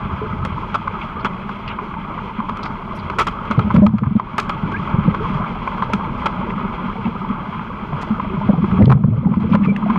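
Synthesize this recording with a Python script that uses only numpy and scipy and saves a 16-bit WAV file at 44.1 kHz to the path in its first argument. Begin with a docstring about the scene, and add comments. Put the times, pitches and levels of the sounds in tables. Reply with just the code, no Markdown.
"""Sticks and a puck knock and scrape on pool tiles in an underwater game, heard by a microphone in a small
waterproof housing. Knocks are rattling noise bursts with dying echoes, scrapes are lumpy noise, bubbles are sliding
sines. Fin strokes push water on the housing: swinging tones, with swirling noise that booms near 205 Hz. Behind
lies the pool's wash, coloured noise with far ticks and fizz. Loud pushes overload the input and make its gain duck."""
import sys
import numpy as np
from scipy import signal
from scipy.fft import rfft, irfft
from scipy.io import wavfile
from scipy.ndimage import uniform_filter1d

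SR = 44100
rng = np.random.default_rng(int(sys.argv[2]) if len(sys.argv) > 2 else 0)


def output_pcm(signal):
    """Save a mono or channel-first signal as 16-bit PCM at the path in sys.argv[1].

    Samples are clipped to [-1, 1] before scaling.
    """
    pcm = np.clip(np.atleast_2d(signal).T, -1, 1) * 32767
    wavfile.write(sys.argv[1], SR, np.round(pcm).astype(np.int16))


N = 440118


def amp(db):
    """Decibels to an amplitude factor."""
    return 10 ** (np.asarray(db) / 20)


def rms_one(x):
    """Scale a signal to rms 1."""
    return x / np.sqrt(np.mean(x ** 2) + 1e-20)


def in_time(rows):
    """Columns of a curve, one value per sample."""
    time_s, *columns = np.transpose(rows)
    return [np.interp(np.arange(N) / SR, time_s, column) for column in columns]


def drift(corner_hz):
    """Slow random wander of spread 1: noise through two equal low-pass poles, made at every 40th sample."""
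    pole = np.exp(-2 * np.pi * corner_hz * 40 / SR)
    noise = rng.standard_normal(N // 40 + 2002)
    slow = signal.lfilter([1], [1, -2 * pole, pole * pole], noise)[2000:]   # skip the filter's start
    return np.interp(np.arange(N) / 40, np.arange(len(slow)), rms_one(slow))


def band(x, low_hz, high_hz):
    """Band-pass with gentle slopes."""
    return signal.sosfilt(signal.butter(2, [low_hz, high_hz], "band", fs=SR, output="sos"), x)


def add(out, start_s, sound):
    """Mix a short sound in at its start time."""
    at = round(start_s * SR)
    out[at:at + len(sound)] += sound[:N - at]


# sticks and puck on the tiles: start_s [s], level_db [dB], treble_db [dB against the level], rattle_s [s]
KNOCKS = [(0.45, -11.5, -14.5, 0.009), (0.58, -15.5, -45, 0.0045), (0.743, -5.5, -28, 0.016),
          (0.874, -10, -38, 0.0066), (1.247, -7.5, -26, 0.0053), (1.252, -10.5, -26, 0.018),
          (1.492, -6.5, -33, 0.0017), (1.786, -12, -52, 0.0057), (1.939, -17, -48, 0.0018),
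          (2.178, -15, -42, 0.014), (2.294, -17, -48, 0.0023), (2.402, -9, -36, 0.0014),
          (2.486, -14, -35, 0.0049), (2.494, -14.5, -22, 0.0037), (2.571, -26, -9, 0.0069),
          (2.631, -16, -20, 0.016), (2.654, -16, -25, 0.012), (2.807, -25, -48, 0.0026),
          (3.099, -14, -27, 0.0053), (3.1852, -0.5, -16.5, 0.032), (3.217, -15, -10, 0.013),
          (3.269, -7.5, -15.5, 0.016), (3.452, -23, -19, 0.0072), (3.51, -3, -23, 0.008),
          (3.592, -5, -33, 0.0045), (3.704, -5.5, -63, 0.0074), (3.742, -14, -22, 0.022),
          (3.763, -10.5, -20, 0.0063), (3.864, 7.5, -30.5, 0.0038), (3.892, -9, -38, 0.0015),
          (3.983, -7, -28, 0.0081), (4.034, -3, -47.5, 0.0056), (4.06, -7.5, -44, 0.013),
          (4.163, -16, -16, 0.0028), (4.197, -1, -63, 0.0014), (4.381, -6, -10.5, 0.014),
          (4.397, -18.5, -2.5, 0.014), (4.494, -7, -18, 0.0076), (4.719, -16, -26, 0.0058),
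          (4.988, -16.5, -48, .002), (5.052, -16, -49, 0.0052), (5.146, -3, -31.5, 0.0016),
          (5.255, -10.5, -41, 0.004), (5.296, -15.5, -40, .006), (5.548, -24, -42, .003),
          (5.675, -4.5, -49, 0.0011), (5.722, -14.5, -46, .003), (5.78, -17, -29, 0.005),
          (5.822, -6.5, -35, 0.01), (5.934, -3, -16.5, 0.0047), (6.258, -3, -26.5, 0.01),
          (6.537, -26, -45, .003), (6.883, -14.5, -55, 0.0026), (7.289, -20, -24, .002),
          (7.342, -23, -50, .003), (7.525, -15, -52, 0.0088), (7.545, -15.5, -44, 0.0043),
          (7.594, -12, -54, 0.0017), (7.929, -17, -45, 0.0027), (8.014, -20, -15, 0.042),
          (8.197, -9, -57, 0.0032), (8.642, -7.5, -57, 0.0026), (8.712, -14.5, -28.5, 0.0055),
          (8.898, 11.5, -32.5, 0.0068), (8.916, 13.5, -36.5, 0.008), (8.921, 9.5, -50, 0.0039),
          (8.974, -11, -54, 0.0039), (9.037, 0, -49, 0.0029), (9.247, -11, -60, 0.008),
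          (9.338, -5, -40.5, 0.0034), (9.399, -17.5, -28, 0.035), (9.533, -4.5, -32, 0.015),
          (9.55, 2, -61, 0.004), (9.646, -7.5, -33, 0.019), (9.765, -19, -10, 0.0026),
          (9.899, -6, -40.5, 0.0071), (9.958, -8, -47, 0.0034)]
THUD_HZ, RING_HZ = 1033, 1318
SOFT_CUT_HZ = 2630   # upper corner of a soft hit's noise


def knocks():
    """A hit rattles for a moment, then its echoes off tiles and surface die; most of the treble dies first."""
    body, soft, thud, treble = np.zeros((4, N))
    t = np.arange(SR // 5) / SR
    for start_s, level_db, treble_db, rattle_s in KNOCKS:
        after = np.maximum(t - max(rattle_s, .001), 0)
        softness = np.clip((-27.0 - treble_db) / 12, 0, 1)   # a hit without treble mostly rings the housing
        rise = np.minimum(t / (.0002 + .0007 * softness), 1)
        echoes = np.exp(-after / 0.0021) + amp(-10.0) * np.exp(-after / 0.011)
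        rattle = amp(level_db) * rise * (echoes + amp(-7.5) * np.exp(-t / 0.0026))
        add(body, start_s, (1 - softness) * rattle)
        add(soft, start_s, softness * rattle)
        thud_shape = softness * amp(level_db - 3.0) * rise * np.exp(-t / 0.006)
        add(thud, start_s, thud_shape * np.sin(2 * np.pi * THUD_HZ * t))
        treble_fall = np.exp(-np.maximum(t - 0.43 * rattle_s, 0) / 0.00044)
        treble_tail = amp(-18.0) * np.exp(-after / 0.021)
        add(treble, start_s, amp(level_db + treble_db) * rise * (treble_fall + treble_tail))
    grain = amp(3.4 * drift(190)) * rng.standard_normal(N)
    crack = np.maximum(np.diff(body, prepend=0), 0) * amp(13.0)   # the first contact is one sharp pulse
    hard = signal.lfilter([1, -.7], [1], body * grain + crack)   # a near hit is brighter than the wash
    ring_cycles = RING_HZ * np.arange(N) / SR + 0.2 * drift(70)
    ring = amp(-9.5) * band(body * np.sin(2 * np.pi * ring_cycles), 730, 2000)   # a hard hit's ringing core
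    soft_noise = band(band(housing(soft * grain), 850, SOFT_CUT_HZ), 300, SOFT_CUT_HZ)
    dull = ring + band(housing(hard), 330, 4900) + amp(-9.5) * soft_noise
    falling = signal.lfilter([1], [1, -1.64, .68], rng.standard_normal(N))   # noise weaker towards the top
    bright = band(treble * falling * amp(3.0 * drift(300)), 1500, 8500)
    return amp(-5) * dull + thud + amp(-14.5) * bright


# gritty scrapes on the tiles: start_s [s], level_db [dB], centre_hz [Hz], length_s [s]
SCRAPES = [(1.007, -34.5, 2530, 0.021), (1.192, -51, 3880, 0.016), (1.673, -32, 2470, 0.028),
           (1.676, -40, 3800, .01), (2.628, -40, 4100, 0.01), (2.652, -47, 4200, 0.014),
           (2.951, -62, 9500, 0.017), (2.948, -55, 4900, 0.022), (2.985, -47.5, 3900, 0.015),
           (5.828, -47, 3520, 0.015), (6.498, -34.5, 2180, 0.0086), (7.043, -35, 2400, 0.018),
           (8.853, -23, 3440, 0.0035), (9.494, -53, 4520, 0.011), (9.521, -25.5, 2650, 0.014),
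           (9.631, -24.5, 2250, 0.018), (9.656, -52, 4470, 0.0043), (9.76, -16, 2100, 0.0036)]
SCRAPE_OCTAVES, SCRAPE_FALL = 0.36, 0.73   # half width of the band; decay time as a share of the length


def scrapes():
    """A short drag over grit: lumpy noise in a band of its own."""
    out, t = np.zeros(N), np.arange(SR // 10) / SR
    grit = amp(4.5 * drift(200)) * rng.standard_normal(N)
    for start_s, level_db, centre_hz, length_s in SCRAPES:
        swell = np.minimum(t / 0.0032, 1) ** 2
        fall = np.exp(-np.maximum(t - length_s, 0) / (SCRAPE_FALL * max(length_s, .002)))
        edges = centre_hz / 2 ** SCRAPE_OCTAVES, centre_hz * 2 ** SCRAPE_OCTAVES
        piece = np.resize(grit[round(start_s * SR):], len(t))
        add(out, start_s, amp(level_db) * swell * fall * rms_one(band(band(piece, *edges), *edges)))
    return out


# fin strokes push water on the housing: start_s [s], level_db [dB], pitch_hz [Hz], length_s [s]
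PUSHES = [(1.238, -20.5, 205, 0.033), (2.385, -15.5, 220, 0.015), (2.639, -25, 157, 0.013),
          (3.503, -12.5, 222, 0.011), (3.578, 0, 133, 0.01), (3.596, -8, 154, 0.0098),
          (3.643, -14.5, 205, 0.039), (3.741, -0.5, 216.5, 0.013), (3.766, -1, 173, 0.017),
          (3.78, 0, 211, 0.015), (3.819, 10, 203, 0.036), (3.863, 1, 219, 0.029), (3.899, -4.5, 205, 0.032),
          (3.936, 5, 206, 0.018), (4.019, 0, 207, 0.015), (4.066, 1, 142, 0.012), (4.106, -6, 205, 0.018),
          (4.152, 1, 214, 0.016), (4.633, -9.5, 166, 0.012), (4.814, -19, 160, 0.016),
          (4.939, -6, 124, 0.0064), (4.984, -6, 169, 0.0041), (5.077, -1, 166, 0.0092),
          (5.347, -16, 154, 0.019), (5.936, -13, 205, 0.022), (6.056, -21, 148, 0.023),
          (6.389, -18, 205, 0.028), (6.631, -17, 211, 0.025), (6.852, -19, 210, 0.029),
          (7.051, -13, 207, 0.025), (7.298, -17.5, 226, 0.014), (7.921, -18, 147, 0.031),
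          (8.105, -12.5, 212, 0.028), (8.372, -15.5, 162, 0.021), (8.488, 3.5, 205, 0.017),
          (8.532, -0.5, 205, 0.0033), (8.578, -4, 171, 0.014), (8.621, -7.5, 198, 0.029),
          (8.721, -9, 187, 0.019), (8.788, 0.5, 196, 0.0041), (8.799, 3, 216, 0.026),
          (8.813, 5.5, 105.4, 0.024), (8.869, 10, 132, 0.007), (8.891, 12, 131, 0.042),
          (8.95, 10.5, 135, 0.019), (8.984, 0, 176, 0.062), (9.039, 9.5, 128, 0.02),
          (9.074, 5.5, 147, 0.015), (9.106, 2, 114.3, 0.052), (9.171, 1.5, 139, 0.026),
          (9.216, -12, 196, 0.042), (9.256, 5.5, 195, 0.012), (9.309, -3.5, 205, 0.015),
          (9.368, 2, 205, 0.014), (9.436, -4.5, 207, 0.014), (9.513, -2, 193, 0.014), (9.543, 7, 205, 0.01),
          (9.614, -6, 194, 0.05), (9.67, 2, 187, 0.0095), (9.692, -10, 198, 0.033),
          (9.748, -15, 202, 0.044), (9.812, -15.5, 205.3, 0.062), (9.96, -16, 205, .02),
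          (9.895, -10.5, 223, 0.026)]


def pushes():
    """Each push swings the housing wall unevenly: quick swell, hold, short ring-out, a ragged slap on top."""
    out, slap, t = np.zeros(N), np.zeros(N), np.arange(SR // 4) / SR
    cycles_off = 0.047 * drift(27)
    for start_s, level_db, pitch_hz, length_s in PUSHES:
        shape = np.minimum(t / 0.0037, 1) * np.exp(-np.maximum(t - max(length_s, .005), 0) / 0.0062)
        wander = np.resize(cycles_off[round(start_s * SR):], len(t))
        add(out, start_s, amp(level_db) * shape * np.sin(2 * np.pi * (pitch_hz * t + wander)))
        add(slap, start_s, amp(level_db - 23.5) * np.minimum(t / 0.0056, 1) * np.exp(-t / 0.0088))
    return out + slap * rms_one(band(rng.standard_normal(N), 290, 600))


WAKE_DB, WAKE_RISE_S, WAKE_FALL_S = -12, 0.0089, 0.017   # boom wake against its push
DEEP_WAKE_DB, DEEP_WAKE_FALL_S = -15, 0.016   # rumble wake against a push at 150 Hz
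DEEP_WAKE_DB_PER_HZ = 0.0608   # higher-pitched pushes stir the deep rumble more


def wakes(levels_db, fall_s):
    """Summed envelope of the wakes that the pushes leave in the swirl."""
    out, t = np.zeros(N), np.arange(SR // 2) / SR
    for (start_s, *_), level_db in zip(PUSHES, levels_db):
        add(out, start_s, amp(level_db) * np.minimum(t / WAKE_RISE_S, 1) * np.exp(-t / fall_s))
    return out


# water swirling round the housing, before wakes are added: time_s [s], boom_db [dB], deep_db [dB]
SWIRL = [(0, -34, -27), (.33, -28, -27), (.8, -32.5, -35), (3.08, -32, -36.5), (3.5, -31.5, -36),
         (3.72, -28.5, -23), (3.86, -20, -6), (3.95, -26, -8), (4.2, -27.5, -31.5), (4.89, -28.5, -33),
         (5.2, -23.5, -27), (5.5, -28, -34.5), (6.6, -25, -35.5), (7.86, -30.5, -37), (8.44, -24.5, -28),
         (8.6, -17, -24), (8.76, -24.5, -27.5), (8.85, -2.5, -9), (9.2, -10.5, -14.5), (9.98, -20.5, -46.5)]
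BOOM_HZ, BOOM_WIDTH_HZ = 205, 61


def swirl():
    """Turbulence in lumps: it drives the housing's boom mode and a deep rumble below it."""
    boom_db, deep_db = in_time(SWIRL)
    _, push_db, push_hz, _ = np.transpose(PUSHES)
    boom_level = amp(boom_db) + wakes(push_db + WAKE_DB, WAKE_FALL_S)
    deep_wake_db = push_db + DEEP_WAKE_DB + DEEP_WAKE_DB_PER_HZ * (push_hz - 150)
    deep_level = amp(deep_db) + wakes(deep_wake_db, DEEP_WAKE_FALL_S)
    r, w = np.exp(-np.pi * BOOM_WIDTH_HZ / SR), 2 * np.pi * BOOM_HZ / SR   # resonator radius and angle
    lumps = band(rng.standard_normal(N) * amp(2.75 * drift(54)), 120, 225.5)
    boom = signal.lfilter([1, 0, -1], [1, -2 * r * np.cos(w), r * r], lumps)
    deep = band(band(rng.standard_normal(N) * amp(2.0 * drift(3.7)), 74.3, 160), 34, 160)
    # the swirl tears off large bubbles
    large_bubbles = band(fizz(130, 277.6, 820, cycles=36.0), 150, 1300)
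    gurgle = amp(-17.0) * boom_level ** 0.79 * large_bubbles
    # slow pressure of the waves above follows the wash, a little stronger in a swirl
    surface_db, = in_time(POOL)
    heave_level = amp(-2.0 + surface_db) * deep_level ** 0.058
    heave = heave_level * rms_one(band(rng.standard_normal(N), 23, 55))
    return boom_level * rms_one(boom) + deep_level * rms_one(deep) + gurgle + heave


# single bubbles: start_s [s], level_db [dB], pitch_hz [Hz], swell_s [s], t60_s [s], slide_hz_per_s [Hz/s]
BUBBLES = [(0.215, -20, 421, 0.0037, 0.21, 284), (1.014, -21.5, 2210, 0.0024, 0.041, 1008),
           (1.161, -20, 1152, 0.0089, 0.13, 2991), (4.735, -15, 1515, 0.011, 0.079, 5998),
           (4.756, -24.5, 1890, 0.01, 0.034, 39994), (5.204, -21.5, 423, 0.0029, 0.22, 999),
           (8.29, -26.5, 374, 0.044, .2, 99), (8.489, -10, 481, 0.0051, 0.07, 498.5),
           (8.636, -9.5, 358, 0.0062, 0.052, 494), (8.819, -13, 2050, 0.0035, 0.044, 1001),
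           (9.66, -19.5, 2400, 0.046, 0.06, -1500)]


def bubbles():
    """A bubble swells, then rings out as an unsteady sine that slides in pitch."""
    out, t = np.zeros(N), np.arange(SR // 5) / SR
    cycles_off = .07 * drift(60)
    for start_s, level_db, pitch_hz, swell_s, t60_s, slide_hz_per_s in BUBBLES:
        shape = np.minimum(t / swell_s, 1) * amp(-60 * np.maximum(t - swell_s, 0) / t60_s)
        wander = np.resize(cycles_off[round(start_s * SR):], len(t))
        cycles = t * (pitch_hz + slide_hz_per_s * t / 2) + wander
        add(out, start_s, amp(level_db) * shape * np.sin(2 * np.pi * cycles))
    return out * amp(2.5 * drift(60))


def fizz(per_s, low_hz, high_hz, cycles):
    """Bubbles born at random, each ringing some cycles at one of 16 pitches; rms 1."""
    births = rng.random(N) < per_s / SR
    sizes = amp(6.34 * np.minimum(rng.exponential(1, N), 3)) * births + 1e-18
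    dealt, out = rng.integers(0, 16, N), 0
    for k, pitch_hz in enumerate(np.geomspace(low_hz, high_hz, 16)):
        r, w = amp(-60 * pitch_hz / (cycles * SR)), 2 * np.pi * pitch_hz / SR   # falls 60 dB in those cycles
        out = out + signal.lfilter([0, np.sin(w)], [1, -2 * r * np.cos(w), r * r], sizes * (dealt == k))
    return rms_one(out)


# level of the pool's wash: time_s [s], level_db [dB]
POOL = [(0, -32.5), (2.1, -34.5), (3.2, -33.5), (4.6, -32.5), (5.3, -30), (5.9, -30.5), (7.6, -33.5),
        (8.4, -32.5), (8.75, -29.5), (9.98, -31)]


def pool():
    """Reverberant wash of the whole pool in separately swelling noise bands, with brief far ticks and small bubbles."""
    wash_db, = in_time(POOL)
    edges_hz = [20, 700, 1800, 3700, 16000]
    patches = np.zeros(N)
    for low_hz, high_hz in zip(edges_hz, edges_hz[1:]):
        swell_db = 1.7 * drift(6.7) + 0.41 * drift(2.0)
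        patches += band(rng.standard_normal(N), low_hz, high_hz) * amp(swell_db)
    wash = rms_one(patches) * amp(1.13 * drift(20))
    tick_starts = rng.random(N) < 60 / SR   # about 60 per second
    sizes = amp(1.8 * np.minimum(rng.exponential(1, N), 4)) * tick_starts
    fade = np.exp(-1 / (0.0009 * SR))
    ticks = signal.lfilter([1], [1, -fade], sizes) * rng.standard_normal(N)
    small_bubbles = fizz(450, 900, 5000, cycles=55.0)
    return amp(wash_db) * housing(wash + amp(-15) * ticks + amp(-13.5) * small_bubbles)


# what the housing lets through to the microphone: frequency_hz [Hz], level_db [dB]
HOUSING = [(150, -24), (280, -9), (430, 0.5), (600, -6), (980, 0), (1250, 0.5), (1600, -12), (2300, -12.5),
           (3000, -23), (4500, -37), (6500, -48.5), (14000, -74.5)]
# narrow peaks and notches on top of that: centre_hz [Hz], half_width_hz [Hz], level_db [dB]
RIPPLES = [(492.5, 63, -9), (740.6, 63, -10), (1839, 120, -10.5), (3264, 237, 8.5), (3730, 150, -3.5),
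           (4070, 160, 3.5), (4770, 110, 3.5)]


def housing(x):
    """Causal (minimum-phase) filter with the housing's colour; white noise keeps its rms."""
    size = 4096
    hz = np.arange(size // 2 + 1) * SR / size + 1   # 1 Hz up, so that the logarithm exists
    curve_hz, curve_db = np.transpose(HOUSING)
    colour_db = np.interp(np.log(hz), np.log(curve_hz), curve_db)
    for centre_hz, half_width_hz, level_db in RIPPLES:
        colour_db = colour_db + level_db * np.exp(-((hz - centre_hz) / half_width_hz) ** 2)
    # folding the cepstrum forward makes the phase minimal
    cepstrum = irfft(np.log(amp(colour_db)))
    cepstrum[1:size // 2] *= 2
    cepstrum[size // 2 + 1:] = 0
    pulse = irfft(np.exp(rfft(cepstrum)))
    return signal.fftconvolve(x, pulse / np.sqrt(np.sum(pulse ** 2)))[:N]


def scene():
    """Everything that reaches the microphone, as one channel."""
    return (knocks() + scrapes() + pushes() + swirl() + bubbles() + pool())[None]


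LIFT_HZ, CUTOFF_HZ = 755, 14500   # corner of the treble lift; start of the top's stop band


def record(dry):
    """Late-biting, slowly recovering gain control, lopsided overload inside a treble lift and cut, hiss, top cut."""
    t = np.arange(N) / SR
    level_db = 10 * np.log10(uniform_filter1d(dry[0] ** 2, size=2000) + 1e-12)
    over_db = np.maximum(level_db + 11.5, 0)
    release = 41.8   # fall of the held excess, dB per s
    held_db = np.maximum.accumulate(over_db + release * t) - release * t
    bite = np.exp(-1 / (.06 * SR))
    gain = amp(-.9 * signal.lfilter([1 - bite], [1, -bite], held_db))
    pole = np.exp(-2 * np.pi * LIFT_HZ / SR)
    lifted = signal.lfilter([1, -pole], [1 - pole], dry * gain)
    top = np.where(lifted > 0, .64, .57)   # the two sides clip at different heights
    x = lifted / top
    flattened = top * x / (1 + np.abs(x) ** 14) ** (1 / 14)
    clipped = signal.lfilter([1 - pole], [1, -pole], flattened)
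    # the coupling, a 12 Hz high-pass, tilts the flat tops
    clipped = signal.lfilter([1, -1], [1, -np.exp(-2 * np.pi * 12 / SR)], clipped)
    hiss = amp(-73.5) * rng.standard_normal(N) * gain   # faint electronic hiss, ducked as well
    return signal.sosfilt(signal.cheby2(24, 60, CUTOFF_HZ, fs=SR, output="sos"), clipped + hiss)


dry = scene()
out = record(dry)
output_pcm(out)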